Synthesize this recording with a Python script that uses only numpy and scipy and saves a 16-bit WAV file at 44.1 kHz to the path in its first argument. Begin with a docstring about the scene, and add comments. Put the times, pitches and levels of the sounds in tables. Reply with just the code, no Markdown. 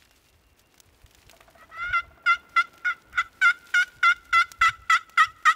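"""A wooden box call: the lid scrapes softly, then sticks and slips on the lip in a run of hen-turkey yelps.
Slip pulses and chalk noise ring the box and its walls; noise echoes stand for the trunks that answer.
A far woodpecker drums on a dead trunk under the first yelps; a thin far whistle opens the scene.
Close by, noise bursts make snapping leaves and rustling clothes; low noise makes air on the microphone."""
import sys
import numpy as np
from scipy import signal
from scipy.fft import rfft, irfft, next_fast_len
from scipy.io import wavfile
from scipy.ndimage import uniform_filter1d, map_coordinates

SR = 44100
rng = np.random.default_rng(int(sys.argv[2]) if len(sys.argv) > 2 else 0)


def dump(signal):
    """Clip the signal to [-1, 1] and save it as 16-bit WAV at the path in sys.argv[1]."""
    limited = np.clip(np.atleast_2d(signal).T, -1, 1)
    pcm = np.round(limited * 32767).astype(np.int16)
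    wavfile.write(sys.argv[1], SR, pcm)


N = 244755


def amp(db):
    """Decibels to gain."""
    return 10 ** (np.asarray(db) / 20)


def unit(x):
    """x at rms 1."""
    return x / np.sqrt(np.mean(x ** 2) + 1e-20)


def along(points, hz):
    """(frequency [Hz], value) points read on a log-frequency axis."""
    point_hz, values = np.transpose(points)
    return np.interp(np.log(hz + 1), np.log(point_hz + 1), values)


def curve(rows):
    """One value per sample from (time [s], value) rows."""
    return np.interp(np.arange(N) / SR, *np.transpose(rows))


def wobble(rate_hz, size):
    """Smooth random curve through rate_hz random knots a second."""
    knots = rng.standard_normal(int(size * rate_hz / SR) + 6)
    return map_coordinates(knots, [2 + np.arange(size) * rate_hz / SR])


def filtered(x, response):
    """x times a response of frequency."""
    m = next_fast_len(len(x) + 8192)
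    return irfft(rfft(x, m) * response(np.fft.rfftfreq(m, 1 / SR)), m)[:len(x)]


def coloured(x, points):
    """x through a (frequency [Hz], level [dB]) spectrum."""
    return filtered(x, lambda hz: amp(along(points, hz)))


def resonate(x, modes):
    """x through parallel (frequency [Hz], width [Hz], level [dB]) resonances of alternating sign."""
    def response(f):
        total = 0
        for k, (centre, width, db) in enumerate(modes):
            damping = 1j * f * width
            total = total + (-1) ** k * amp(db) * damping / (centre * centre - f * f + damping)
        return total
    return filtered(x, response)


def steady(x, size=160):
    """x held near rms 1 over a few milliseconds."""
    power = uniform_filter1d(uniform_filter1d(x * x, size), size)
    return x / np.sqrt(np.abs(power) + 1e-12)


def add(track, start_s, x):
    """Mix x into the track from start_s on."""
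    part = track[max(round(start_s * SR), 0):][:len(x)]
    part += x[:len(part)]


# far hush spectrum: (frequency [Hz], level [dB])
FOREST = [(30, -23.5), (130, 0), (300, 3), (550, -1.5), (1000, -4), (2500, -10), (8000, -43), (16000, -20)]
# far hush, before hush_db: (time [s], level [dB])
HUSH_LEVEL = [(0.0, -69), (2.5, -60.5), (5.55, -68)]
# air rumble spectrum: (frequency [Hz], level [dB])
RUMBLE = [(15, -19), (35, -2), (62, 5), (100, 0.5), (170, -13.5), (400, -87)]
# puffs of air: (time [s], length [s], level [dB])
PUFFS = [(1.047, 0.0065, -47), (1.271, 0.0095, -47.5), (1.83, 0.039, -50), (1.905, 0.03, -45),
         (2.087, 0.048, -55.5), (2.31, 0.044, -59), (3.13, 0.039, -47), (3.244, 0.018, -41.5),
         (3.968, 0.015, -47.5), (4.353, 0.12, -58.5), (4.622, .018, -37), (4.699, 0.019, -42),
         (4.811, 0.039, -51), (5.28, 0.059, -53.5)]
BREEZE_DB = -66  # steady air on the microphone


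def air(hush_db=1, lumps_db=3):
    """Lumpy low noise, pushed up in Gaussian puffs, over the far hush of the wood."""
    t = np.arange(N) / SR
    push = amp(BREEZE_DB) + sum(amp(db) * np.exp(-((t - s) / length) ** 2) for s, length, db in PUFFS)
    lumps = amp(lumps_db * wobble(20, N))
    rumble = unit(coloured(rng.standard_normal(N), RUMBLE) * lumps)
    hush = unit(coloured(rng.standard_normal(N), FOREST))
    return push * rumble + amp(curve(HUSH_LEVEL) + hush_db) * hush


def far_bird(pitch_hz=2760, level_db=-72.5, notes_hz=5.1):
    """Thin far whistle: four notes of a sine with wavering pitch and fluttering level."""
    t = np.arange(N) / SR
    phase = 2 * np.pi * np.cumsum(pitch_hz * (1 + .018 * wobble(400, N))) / SR
    notes = np.abs(np.sin(np.pi * notes_hz * t)) * (t < 4 / notes_hz)
    flutter = amp(3 * wobble(40, N))
    return notes * amp(level_db) * unit(np.sin(phase) * flutter)


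# drum roll loudness: (time [s], peak level [dB])
DRUM_LEVEL = [(1.33, -41.5), (1.8, -44.5), (2.2, -47), (2.75, -50.5)]
# dead trunk resonances: (frequency [Hz], width [Hz], level [dB])
TRUNK = [(668, 42, 6), (1140, 220, -7.5), (1490, 250, -9)]


def woodpecker(t60_s=0.077, scatter=0.18, count=22):
    """A roll of blows that speeds up and fades; each rings a dead trunk, and the trees on the way smear it."""
    out, t, k = np.zeros(N), np.arange(4096) / SR, np.arange(count)
    for s in 1.3305 + .0746 * k - .000364 * k ** 2:
        smear = scatter * rng.standard_normal(len(t)) * amp(-60 * t / t60_s)
        knock = resonate((t == 0) + smear, TRUNK)
        peak_db = np.interp(s, *np.transpose(DRUM_LEVEL))
        add(out, s, amp(peak_db) * knock / np.abs(knock).max())
    return out


# decay of the deep wood's echoes: (frequency [Hz], T60 [s])
WOOD_T60 = [(300, 0.86), (1400, 1), (3000, 1), (7000, 0.92), (14000, 0.2)]
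# what the trees throw back: (frequency [Hz], level [dB])
ECHO = [(600, 3), (1350, 4), (2100, -0.5), (2800, 3), (4500, -0.5), (7300, 6.5), (12000, -10)]


def woodland(x, near_db=-23, near_t60_s=0.19, far_db=-30, trunks=0.0015):
    """Ground and near trunks answer at once; the deeper wood answers in faint, scattered echoes."""
    echoes = rng.standard_normal(SR) * (rng.random(SR) < trunks) * amp(0.98 * wobble(34.8, SR))
    hz, t, z = signal.stft(echoes, SR, nperseg=256)
    decay = amp(-60 * t / along(WOOD_T60, hz)[:, None])
    far = signal.istft(z * decay, SR, nperseg=256)[1][:SR]
    age = np.arange(SR) / SR
    near = rng.standard_normal(SR) * amp(-60 * age / near_t60_s) * (age > .003)
    answer = amp(near_db) * near / np.linalg.norm(near) + amp(far_db) * far / np.linalg.norm(far)
    return coloured(signal.fftconvolve(x, answer)[:N], ECHO)


# rustling, before the part levels: (time [s], level [dB])
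RUSTLE_LEVEL = [(0, -61), (.5, -68.5), (1.35, -62), (2.15, -70.5), (2.7, -64), (3.45, -66.5), (3.7, -54),
                (4.05, -65.5), (5.55, -66.5)]
# cloth and leaf spectrum: (frequency [Hz], level [dB])
LEAVES = [(300, -13), (1000, -4.5), (2500, -1), (5000, -5), (9000, -9.5), (16000, -11)]


def rustle(brush_db=-3, grain_db=-3, grain_rate_hz=130, spread_db=4.0):
    """Cloth brushes softly as lumpy noise; tiny leaf crackles, low, middle and high, sit on top."""
    grains = np.zeros(N)
    decay = amp(-60 * np.arange(512) / SR / 0.014)
    for band_hz in ((800, 4000), (3000, 8000), (6000, 16000)):
        hits = rng.random(N) < grain_rate_hz / SR
        sizes = hits * amp(spread_db * np.minimum(rng.exponential(size=N), 4))
        bursts = signal.fftconvolve(sizes, decay)[:N]
        b, a = signal.butter(2, band_hz, "band", fs=SR)
        grains += signal.lfilter(b, a, bursts * rng.standard_normal(N))
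    brush = rng.standard_normal(N) * amp(3.4 * wobble(25.58, N))
    brush = amp(brush_db) * unit(coloured(brush, LEAVES))
    grains = amp(grain_db) * unit(coloured(grains, LEAVES))
    return amp(curve(RUSTLE_LEVEL)) * (brush + grains)


# leaf and gear snaps, before part levels: (time [s], level [dB], low part re level [dB])
SNAPS = [(0.1101, -48.5, 5), (0.5943, -46.5, -20), (0.7427, -52, 6), (0.779, -47, 3), (0.802, -36, -19),
         (1.062, -50.5, 6), (1.11, -47, 2.5), (1.1481, -40.5, -3), (1.296, -44, 13), (1.3132, -39, -11),
         (1.409, -51.5, 19), (2.4945, -50, -17), (2.7402, -44.5, 1), (2.7788, -48, 7.5),
         (3.8796, -42.5, -1), (4.1644, -43.5, -8), (4.254, -44.5, -5), (4.5173, -29.5, -8),
         (5.0958, -39.5, 0), (5.4264, -49, 6.5)]
# bright part of a snap: (frequency [Hz], level [dB])
CRISP = [(1500, -5.5), (3200, 1), (6200, 7.5), (10000, -2), (13500, -3), (16000, 2.5)]
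# low part of a snap: (frequency [Hz], level [dB])
DULL = [(150, -5), (500, -2.5), (1300, -0.5), (3000, 3.5), (5000, -22)]
TICK_DB, TICK_SPREAD_DB, TICK_LOW_DB = -54.5, 10.5, 3.5  # chance snaps; levels as in SNAPS, +/- spread


def snaps(crisp_db=4.5, dull_db=-2, after_db=-24, after_t60_s=0.04, count=6):
    """A dry noise crack, its bounce off the ground and a crumbling tail; more fall at chance moments."""
    out, t = np.zeros(N), np.arange(2048) / SR
    bounce = .4 * (t > .0035) * amp(-60 * np.abs(t - .0035) / .009)
    envelope = amp(-60 * t / .008) + bounce + amp(after_db - 60 * t / after_t60_s)
    ticks = [(when * N / SR, TICK_DB + TICK_SPREAD_DB * (2 * size - 1), TICK_LOW_DB)
             for when, size in rng.random((count, 2))]
    for s, db, low_db in list(SNAPS) + ticks:
        crack = rng.standard_normal(len(t)) * envelope
        crisp, dull = coloured(crack, CRISP), coloured(crack, DULL)
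        crisp = amp(crisp_db) * crisp / np.abs(crisp).max()
        dull = amp(low_db + dull_db) * dull / np.abs(dull).max()
        add(out, s, amp(db) * (crisp + dull))
    return out


# upper resonances of the thin walls: (frequency [Hz], width [Hz], level [dB])
WALLS = [(2760, 560, 6), (3480, 370, 5), (3700, 630, -13), (4884, 740, -6), (5723, 370, -3.5),
         (7260, 840, -9.5), (9200, 970, -18), (12200, 4900, -27)]


def walls(x, low_hz=2350):
    """x through the walls' resonances, which radiate nothing low."""
    def response(f):
        peaks = sum(amp(db) / (1 + (2 * (f - hz) / width) ** 2) for hz, width, db in WALLS)
        return peaks / (1 + (low_hz / (f + 1)) ** 20)
    return filtered(x, response)


# low resonances of the box: (frequency [Hz], width [Hz], level [dB])
BOX = [(1489, 252, 0.5), (1983, 232, 0.33)]
# pass band of the body tone: (frequency [Hz], level [dB])
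BODY = [(300, -75), (690, -10), (1080, 1), (1300, 7), (1680, -7.5), (1900, -4.5), (2200, 0), (2420, 8),
        (2800, -70)]
ATTACK_S, RELEASE_DB_PER_S = 0.006, 1497
TREBLE_HZ = 6060  # the rasp's treble shelf is complete here, from an octave below


def stroke(age, length_s, rate_hz, body_db, rasp_db, rough, treble_db, jitter=0.038, waver=0.033,
           size_db=3, body_grit=0.13, rasp_grit=0.96, least_rough=0.11, uneven_db=4.5, smear=0.085):
    """The chalked lid sticks and slips on the lip; each slip kicks the box, unevenly where the grip is poor."""
    n, rough = len(age), np.hypot(np.clip(rough, 0, 1), least_rough)
    # rate wanders with the wood grain and jumps from slip to slip
    rate_hz = rate_hz * (1 + rough * (waver * wobble(170, n) + jitter * wobble(700, n)))
    phase = 2 * np.pi * np.cumsum(rate_hz) / SR
    orders = np.arange(1, 25)
    size = amp(size_db * rough * wobble(500, n))
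    slips = unit(np.cos(np.outer(orders, phase)).sum(0)) * size
    # chalk grinds while the lid slides, once a cycle
    grind = rough * unit((1 + np.cos(phase)) * rng.standard_normal(n))
    # poor grip: grinding takes over, the note turns hoarse
    hoarse = body_grit + 1.8 * rough ** 2
    body = steady(coloured(resonate(slips + hoarse * grind, BOX), BODY))
    # walls spread each slip in time; as the contact travels, each overtone wavers and frays on its own
    overtones = np.zeros(n)
    for k, lag in zip(orders, 2 * np.pi * rng.random(len(orders))):
        level = amp(uneven_db * wobble(55, n))
        overtones += level * np.cos(k * (phase + smear * wobble(260, n)) + lag)
    rasp = steady(walls(unit(overtones) * size + rasp_grit * grind))
    rasp = coloured(rasp, [(TREBLE_HZ / 2, 0), (TREBLE_HZ, treble_db)])
    release_db = -RELEASE_DB_PER_S * np.maximum(age - length_s, 0)
    gate = np.clip(age / ATTACK_S, 0, 1) * amp(release_db)
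    return gate * (amp(body_db) * body + amp(rasp_db) * rasp)


SWELL_DB, SCRAPE_SAG_DB_PER_S, SCRAPE_GLIDE_HZ_PER_S = 19, 55, 540
SCRAPE_RASP_DB, SCRAPE_TREBLE_DB = -16.5, -0.5  # rasp re body; shelf on the rasp
LOOSE_ROUGH = 0.21  # extra roughness before the swell is complete


def scrape(length_s, swell_s, pitch_hz, body_db, rough):
    """The lid slides with little weight on it: a hoarse note that swells, glides up and sags."""
    age = np.arange(round(.27 * SR)) / SR
    loose = np.maximum(1 - age / swell_s, 0)
    level_db = body_db - SWELL_DB * loose - SCRAPE_SAG_DB_PER_S * np.maximum(age - swell_s, 0)
    rate_hz = pitch_hz + SCRAPE_GLIDE_HZ_PER_S * (age - swell_s)
    return stroke(age, length_s, rate_hz, level_db, level_db + SCRAPE_RASP_DB,
                  rough + LOOSE_ROUGH * loose, SCRAPE_TREBLE_DB)


BITE_S, BITE_HZ, BITE_ROUGH = 0.00585, 55.6, 0.85  # the lid first bites sharp and gritty
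BREAK_S, BREAK_LIFT_DB, BREAK_ROUGH = 0.0033, 1, 0.34  # the note cracks down to its low register
RISE_POWER, FADE_POWER = 1.482, 4.4  # higher: pitch rise and fade come later
EASE_ROUGH, RASP_FADE_SHARE = 0.48, 0.33  # a light lid chatters; its rasp outlasts the body tone
LIFT_S, LIFT_HZ = 0.0069, 30  # the pitch flicks up as the lid lifts off
HIGH_DB, SETTLE_S = -4, 0.015  # body tone is softer until the low register has settled
ACCENT_S = 0.013  # width of the opening accent


def yelp(length_s, pitch_hz, break_s, drop_hz, rise_hz, body_db, accent_db, fade_db,
         rasp_db, treble_db, rough):
    """The lid bites on a high note, breaks to a low one, then bends and fades as the hand eases off."""
    age = np.arange(round(.15 * SR)) / SR
    bite = np.exp(-age / BITE_S)
    lift = np.exp(np.minimum(age - length_s, 0) / LIFT_S)
    past_break = (age - break_s) / BREAK_S
    high, crack = (1 - np.tanh(past_break)) / 2, np.exp(-past_break ** 2)
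    unsettled = np.exp(-np.maximum(age - break_s, 0) / SETTLE_S)
    ease = np.clip((age - break_s) / (length_s - break_s), 0, 1)
    rate_hz = pitch_hz + BITE_HZ * bite + drop_hz * high + rise_hz * ease ** RISE_POWER + LIFT_HZ * lift
    opening_db = accent_db * np.exp(-(age / ACCENT_S) ** 2)
    slack = np.minimum(age / length_s, 1) ** FADE_POWER
    body_db = body_db + opening_db + HIGH_DB * unsettled - fade_db * slack + BREAK_LIFT_DB * crack
    rasp_db = rasp_db + opening_db / 2 - RASP_FADE_SHARE * fade_db * slack
    rough = rough + BITE_ROUGH * bite + BREAK_ROUGH * crack + EASE_ROUGH * slack
    return stroke(age, length_s, rate_hz, body_db, rasp_db, rough, treble_db)


# light scrapes: (time [s], length [s], swell time [s], pitch at the peak [Hz], body level [dB],
#   roughness [0-1])
SCRAPES = [(1.542, .105, 0.074, 650, -49, 0.62), (1.711, 0.21, .118, 693.5, -29, 0.34),
           (3.12, 0.1, 0.047, 739, -35.5, 0.7)]
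# yelps: (time [s], length [s], low pitch [Hz], break after [s], drop at the break [Hz],
#   closing rise, negative falls [Hz], body level [dB], opening accent [dB], closing fade [dB],
#   rasp level [dB], rasp treble [dB], roughness [0-1])
YELPS = [ (1.926, 0.078, 685.6, 0.01, 41.2, 1, -19.5, -0.5, 15, -36.5, -2.5, 0),
         (2.259, 0.096, 677, 0.029, 30, 32, -14.5, -5.5, 22.5, -32, 1.5, 0.01),
         (2.561, 0.061, 668.7, 0.0045, 22, 44, -14.5, -0.5, 19.5, -31.5, 0, .06),
         (2.846, 0.089, 692.2, 0.055, 26.5, -38.5, -18, -4, 24.5, -42.5, 3.5, 0.28),
         (3.174, .040, 648, 0.015, 89, 49, -15.5, 0.5, 12, -34.5, 5, .22),
         (3.413, 0.098, 692.3, 0.035, 57.9, 16.5, -13.5, -4, 8.5, -33.5, 1.5, 0.04),
         (3.739, 0.091, 708, 0.0072, 28.5, 28, -18, 4.5, 5.5, -33.5, 3.5, 0),
         (4.028, 0.094, 674.5, .012, 46, 43.5, -15.5, 4, 5.5, -32, 0, 0),
         (4.326, 0.097, 668.4, 0.0091, 49, 29.5, -15.5, 0, 6, -31, -0.5, 0),
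         (4.611, 0.085, 642.3, 0.043, 24.1, 72, -12, 1, 13, -29.5, -1.5, 0.24),
         (4.896, 0.079, 640.7, .029, 24.2, 71, -12.5, 2.5, 17, -30, 1, 0.26),
         (5.173, .084, 617.8, .025, 49.8, 70, -11.5, -0.5, 25, -30, -1.5, 0.15),
         (5.452, .077, 611, 0.015, 43.1, 81, -12, -1, 25, -32, 2, 0.2)]


def box_call():
    """All strokes of the lid: light slides and full stick-slip yelps."""
    out = np.zeros(N)
    for s, *row in YELPS:
        add(out, s, yelp(*row))
    for s, *row in SCRAPES:
        add(out, s, scrape(*row))
    return out


def turned(x, behind_db=-11, edge_hz=5600):
    """The caller's highest rasp is shaded until the microphone swings round to face him."""
    away = curve([(3.2, 1), (3.7, 0)])
    shaded = coloured(x, [(edge_hz / 2, 0), (edge_hz * 2, behind_db)])
    return away * shaded + (1 - away) * x


def scene(drum_wet_db=9):
    """Call and drumming echo among the trees; the whistle, small noises and air stay dry."""
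    call, drumming = turned(box_call()), woodpecker()
    echoes = woodland(call + amp(drum_wet_db) * drumming)
    mix = call + drumming + echoes + far_bird() + snaps() + rustle() + air()
    return mix[None]


TOP_HZ = 15700


def record(dry):
    """Band limit: nothing passes from TOP_HZ up."""
    return np.array([filtered(x, lambda hz: hz < TOP_HZ) for x in dry])


dry = scene()
out = record(dry)
dump(out)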